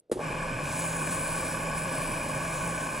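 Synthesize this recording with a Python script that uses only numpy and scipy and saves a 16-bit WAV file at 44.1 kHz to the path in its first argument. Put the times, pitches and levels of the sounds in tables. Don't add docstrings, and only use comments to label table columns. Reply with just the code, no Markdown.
import sys
import numpy as np
from scipy import signal
from scipy.fft import rfft, irfft
from scipy.io import wavfile
from scipy.ndimage import map_coordinates

SR = 44100
rng = np.random.default_rng(int(sys.argv[2]) if len(sys.argv) > 2 else 0)


def inscribe(sig):
    pcm = np.round(np.clip(np.atleast_2d(sig).T, -1, 1) * 32767)
    wavfile.write(sys.argv[1], SR, pcm.astype(np.int16))


N = 132300

# pitch_hz, level_db (per Hz)
ROOM_SPECTRUM = [(30, -21), (150, -15), (500, -8.5), (1000, -31), (4000, -38), (15000, -59)]
ROOM_DB = -75

# start_s, thud_db, crack_db, pitch_hz
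SWITCH_KNOCKS = [(.0956, -26.5, -63, 490), (.1146, -7, -26.5, 463), (.1229, -32, -30.5, 523),
                 (.1555, -17.5, -70, 360), (.1635, -22, -70, 340), (.169, -16.5, -58, 590),
                 (.1905, -14, -60, 560), (.2015, -16.5, -54, 666), (.2095, -14.5, -50, 610),
                 (.3025, -19.5, -42, 490), (.329, -33, -60, 524)]
# pitch_hz, level_db (relative), t60_s
HOUSING_MODES = [(365.5, -3, 0.054), (456, 12.5, 0.015), (570, -2.5, 0.027), (850, 10, 0.034)]
# pitch_hz, level_db (per Hz)
CRACK_SPECTRUM = [(40, -5), (200, 13.5), (600, 3), (1300, -6), (2200, -10.5), (5500, -15.5), (8000, -10.5),
                  (11000, -14), (15500, -49)]
PUSH_S, SNAP_S = .0034, 0.00086
CRACK_T60_S, TAIL_DB, TAIL_T60_S = 0.034, -15, 0.28
THUD_LOW_HZ, THUD_HIGH_HZ = 275, 690
FOCUS_DB = 49

START_S, SPIN_UP_S = .135, .115
BEARING_HZ, BEARING_WANDER = 140.94, .014
KNOCK_SHARE, GATE_DEPTH = 0.26, 0.25
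SHAKE_HZ = 36
# pitch_hz, width_hz (each pass), level_db (relative), throb_depth (0-1),
# side_db (relative to mid), pan_db (left minus right)
BODY_RESONANCES = [(57.5, 46, -11, 0.2, -22, -2.5), (126.6, 40, -9, 0.55, -17, -1.5),
                   (269, 96, -9.5, 0.25, -21, -4.5), (529.6, 62, -5, 0, -15.5, -2),
                   (617, 123, -3.5, 0.06, -16, -1.5), (852.5, 147, -7.5, 0, -9.5, -5),
                   (1025, 85, -9.5, 0.02, -6.5, 0), (1115, 124, -4, 0.2, -3.5, 7.5),
                   (1521.4, 136, -9, 0.55, -2, -11), (1670, 203, -5.5, 0, -13.5, 2),
                   (2174, 80, -13.5, 0.34, -30, 0.5), (2394, 204, -3.5, 0.02, -40, 0),
                   (2528, 104, -11.5, 0, -27, 0.5), (2826, 140, -18, 0, -38, 1),
                   (3024, 136, -17, 0.2, -33, -1.5)]
# pitch_hz, level_db (per Hz)
RATTLE_SPECTRUM = [(25, -21), (100, -1), (170, 0), (350, -3), (750, -13), (1000, -3), (1300, -23.5),
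                   (2000, -17), (2700, -18), (3300, -19.5), (3900, -24), (5300, -23.5), (6700, -25.5),
                   (8000, -23), (8300, -43), (9600, -21), (12500, -38), (15500, -48)]
BODY_DB, RATTLE_DB = -40, -39.5
REACH_HZ, REACH_POWER, REACH_ORDER = 3470, 2.3, 4.6
# time_s, level_db
LOAD_DRIFT = [(.6, 0), (.9, 0), (1.3, 0.35), (2.0, .5), (2.499, 0.26), (3.0, -0.4)]

# time_s, pitch_hz
HUM_PITCH = [(.22, 163.7), (.26, 162.6), (.315, 130), (.37, 162.4), (.5, 164.2), (.54, 131), (.59, 130),
             (.64, 154.4), (.69, 135.3), (.77, 164.3), (.99, 164.1), (1.03, 147.3), (1.1, 171),
             (1.16, 168.3), (1.22, 156.8), (1.391, 163), (1.68, 164.1), (1.73, 146.8), (1.77, 162.6),
             (2.02, 161), (2.1, 167.9), (2.18, 156), (2.23, 134.5), (2.29, 164), (2.359, 146.7),
             (2.42, 164.3), (2.51, 165), (2.59, 148), (2.639, 166.7), (2.89, 160.7), (2.95, 134),
             (3.0, 156)]
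HUM_DB, HUM_DB_PER_HZ, HUM_FLUTTER_DB = -41, 0.06, 0.96
HUM_WANDER, HUM_THROB = 0.0099, .1
SHAFT_HZ, SHAFT_DB, SHAFT_SWELL_S = 29.18, -49.5, 0.2
# pitch_hz, width_hz (each pass), level_db
WHINE_BANDS = [(5300, 310, -61), (7630, 1500, -56.5), (8040, 25, -60)]
LEAN_DB = -2

# time_s, low_hz, low_db, high_hz, high_db
SINGING_STRANDS = [(0.299, 1090, -62, 1542, -58), (0.601, 1102, -50, 1530, -48),
                   (.95, 1087, -51.5, 1516, -50.5), (1.281, 1090, -47, 1515, -47),
                   (1.421, 1132, -47.5, 1488, -53), (1.751, 1123, -46, 1505, -47),
                   (2.351, 1079, -45.5, 1506, -60), (2.478, 1142, -42.5, 1512, -48),
                   (2.6, 1087, -48, 1492, -52), (2.75, 1120, -46, 1520, -45.5), (3.0, 1080, -50, 1530, -52)]
STRAND_WANDER, STRAND_FLUTTER_DB = .007, 1.5
STRAND_PAN_DB = -0.5

# time_s, fine_hiss_db, coarse_rasp_db
PAPER_PRESS = [(.2, -108, -107), (.62, -57, -69), (.64, -52, -46.5), (.77, -43.5, -43.5),
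               (0.901, -43, -47.5), (1.04, -45, -50), (1.12, -42.5, -42.5), (1.199, -41.5, -47.5),
               (1.42, -43, -45), (1.73, -50.5, -55), (1.78, -41.5, -47), (1.86, -49, -52.5),
               (1.96, -44, -46.5), (2.2, -47, -51), (2.43, -49, -49.5), (2.541, -46, -46.5),
               (2.75, -47, -50), (3.0, -49, -48.5)]
# pitch_hz, level_db (per Hz)
FINE_SPECTRUM = [(3000, -34.5), (6500, -26), (8050, 1), (8250, -17.5), (8800, -4.5), (9500, -2),
                 (11000, -11), (12300, -20), (13200, -40), (15500, -16)]
# pitch_hz, level_db (per Hz)
COARSE_SPECTRUM = [(800, -5), (2000, -8), (3800, -1.5), (5200, -5.5), (5900, -1), (7000, -2.5), (8000, 6),
                   (8250, -18), (10000, 1), (13000, -19)]
GRAIN_DB, GRIT_FLICKER_DB, GRIT_THROB = 1.5, 1, 0.1
# time_s, low_hz, low_db, mid_hz, mid_db, top_db
PAPER_RESONANCES = [(.2, 4576, -125, 6700, -125, -125), (.6, 4570, -90, 6700, -90, -95),
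                    (.66, 4590, -65, 6800, -56.5, -72), (0.779, 4900, -60, 6950, -48, -64),
                    (1.05, 4700, -66, 6950, -49.5, -68), (1.28, 4480, -55, 7250, -52, -55),
                    (1.46, 5300, -53.5, 7350, -56, -58), (1.65, 5212, -59, 7300, -52, -55),
                    (1.85, 5000, -58, 7200, -59, -58), (1.98, 4850, -53.5, 7200, -66, -54),
                    (2.35, 5230, -58, 7000, -55, -56), (2.599, 5660, -59, 7000, -49, -68),
                    (3.0, 5460, -73, 6900, -55.5, -74)]
SCRAPE_WIDTH_HZ, SCRAPE_TOP_HZ = 880, 10950

# pitch_hz, side_minus_mid_db
PORT_DIFFERENCE = [(60, -19), (700, -15), (1300, 0), (2100, -18), (3800, -25), (5000, -6), (7200, -18),
                   (7900, -10), (8300, 13.5), (9500, 6), (10800, -16), (12000, 0), (13200, 3), (15000, 4)]
DIFFUSE_DB = -17
TOP_HZ = 15750


def undb(db):
    return 10 ** (np.asarray(db) / 20)


def unit(x):
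    return x / np.sqrt(np.mean(x ** 2))


def follow(t, table):
    at, *columns = np.array(table, float).T
    return [np.interp(t, at, column) for column in columns]


def curve(points):
    hz, db = np.array(points, float).T
    bins_hz = np.arange(N // 2 + 1) * SR / N
    return undb(np.interp(np.log(bins_hz + 1), np.log(hz), db))


def colour(x, points):
    return unit(irfft(rfft(x) * curve(points), N))


def ring(x, hz, width_hz):
    b, a = signal.iirpeak(hz, hz / width_hz, fs=SR)
    once = signal.lfilter(b, a, x)
    return unit(signal.lfilter(b, a, once))


def walk(rate):
    knots = rng.standard_normal(1024)
    return unit(map_coordinates(knots, [np.arange(N) / SR * rate], order=3, mode="wrap"))


def wave(hz):
    return np.sin(2 * np.pi * np.cumsum(hz) / SR)


def glide(hz):
    lowpass = signal.butter(2, SCRAPE_WIDTH_HZ / 2, fs=SR, output="sos")
    low = signal.sosfilt(lowpass, rng.standard_normal((2, N)))
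    phase = 2 * np.pi * np.cumsum(hz) / SR
    return unit(low[0] * np.cos(phase) + low[1] * np.sin(phase))


def ports(x):
    scatter = rng.standard_normal(1024) * np.exp(-np.arange(1024) / 256)
    diffuse = undb(DIFFUSE_DB) * rfft(scatter / np.linalg.norm(scatter), N)
    side = irfft(rfft(x) * curve(PORT_DIFFERENCE) * (diffuse - 1j), N)
    return np.array([x + side, x - side])


def lean(x, pan_db):
    return x * undb(np.array([[pan_db], [-pan_db]]) / 2)


def still_room():
    return ports(undb(ROOM_DB) * colour(rng.standard_normal(N), ROOM_SPECTRUM))


def switch(t):
    thud, crack = np.zeros(N), np.zeros(N)
    for start_s, thud_db, crack_db, knock_hz in SWITCH_KNOCKS:
        age = np.maximum(t - start_s, 0)
        rise = lambda seconds: 1 - np.exp(-(age / seconds) ** 2)
        fade = lambda t60: np.exp(-np.log(1000) * age / t60)
        for hz, db, t60 in HOUSING_MODES:
            focus_db = -FOCUS_DB * np.log2(hz / knock_hz) ** 2
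            envelope = undb(thud_db + db + focus_db) * rise(PUSH_S) * fade(t60)
            thud += envelope * np.sin(2 * np.pi * hz * age)
        decay = fade(CRACK_T60_S) + undb(TAIL_DB) * fade(TAIL_T60_S)
        crack += undb(crack_db) * rise(SNAP_S) * decay
    band = signal.butter(3, [THUD_LOW_HZ, THUD_HIGH_HZ], "bandpass", fs=SR, output="sos")
    snap = crack * colour(rng.standard_normal(N), CRACK_SPECTRUM)
    return ports(signal.sosfilt(band, thud) + snap)


def lathe(speed, bearing):
    knocks = np.diff(np.floor(bearing), prepend=0) * rng.standard_normal(N)
    gate = 1 + GATE_DEPTH * np.cos(2 * np.pi * bearing)
    shake_hz = SHAKE_HZ * speed * (1 + 0.02 * walk(4.0))
    shake = np.cos(2 * np.pi * np.cumsum(shake_hz) / SR)

    def push():
        return KNOCK_SHARE * unit(knocks) + gate * rng.standard_normal(N)

    out = ports(undb(RATTLE_DB) * colour(push(), RATTLE_SPECTRUM)) * speed ** 2
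    for hz, width_hz, db, throb, side_db, pan_db in BODY_RESONANCES:
        mid, side = (ring(push() * (1 + throb * shake), hz, width_hz) for _ in range(2))
        pair = mid + undb(side_db) * side * np.array([[1], [-1]])
        reach = 1 - np.exp(-(REACH_HZ * speed ** REACH_POWER / hz) ** REACH_ORDER)
        out = out + undb(BODY_DB + db) * lean(pair, pan_db) * speed * reach
    return out


def motor(t, speed):
    hum_hz, = follow(t, HUM_PITCH)
    shaft = wave(SHAFT_HZ * (1 + 0.07 * walk(9.7)) * speed) * undb(3.7 * walk(5.3))
    hum_level_db = HUM_DB_PER_HZ * (hum_hz - hum_hz.mean()) + HUM_FLUTTER_DB * walk(6.2)
    hum = wave(hum_hz * (1 + HUM_WANDER * walk(22.76)) * speed)
    hum = hum * undb(hum_level_db) * (1 + HUM_THROB * shaft)
    swell = np.clip((t - START_S) / SHAFT_SWELL_S, 0, 1)
    rumble = undb(SHAFT_DB) * unit(shaft) * swell
    whine = sum(undb(db) * ring(rng.standard_normal(N), hz, width_hz) for hz, width_hz, db in WHINE_BANDS)
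    return (lean(undb(HUM_DB) * unit(hum) + rumble, LEAN_DB) + ports(whine)) * speed ** 4


def singing(t, speed):
    def strand(hz, db):
        tone = unit(wave(hz * speed * (1 + STRAND_WANDER * walk(45))))
        return undb(db + STRAND_FLUTTER_DB * walk(14)) * tone

    low_hz, low_db, high_hz, high_db = follow(t, SINGING_STRANDS)
    low = lean(strand(low_hz, low_db), STRAND_PAN_DB)
    return (low + ports(strand(high_hz, high_db))) * speed ** 4


def sandpaper(press, spectrum, bearing):
    grains = rng.standard_normal(N) * undb(GRAIN_DB * walk(300))
    tremble = 1 + GRIT_THROB * np.cos(2 * np.pi * bearing)
    flicker = undb(GRIT_FLICKER_DB * walk(39.9))
    return ports(press * colour(grains * tremble * flicker, spectrum))


def scrape(t):
    low_hz, low_db, mid_hz, mid_db, top_db = follow(t, PAPER_RESONANCES)
    low = undb(low_db) * glide(low_hz)
    mid = undb(mid_db) * glide(mid_hz)
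    top = undb(top_db) * glide(np.full(N, SCRAPE_TOP_HZ))
    return ports(low + mid + top)


def scene():
    t = np.arange(N) / SR
    speed = np.sin(np.pi / 2 * np.clip((t - START_S) / SPIN_UP_S, 0, 1))
    bearing = np.cumsum(BEARING_HZ * speed * (1 + BEARING_WANDER * walk(20))) / SR
    load_db, = follow(t, LOAD_DRIFT)
    fine, coarse = undb(follow(t, PAPER_PRESS))
    machine = undb(load_db) * lathe(speed, bearing) + motor(t, speed) + singing(t, speed)
    grit = sandpaper(fine, FINE_SPECTRUM, bearing) + sandpaper(coarse, COARSE_SPECTRUM, bearing)
    return still_room() + switch(t) + machine + grit + scrape(t)


def record(dry):
    return signal.sosfilt(signal.ellip(10, .2, 80, TOP_HZ, fs=SR, output="sos"), dry)


dry = scene()
out = record(dry)
inscribe(out)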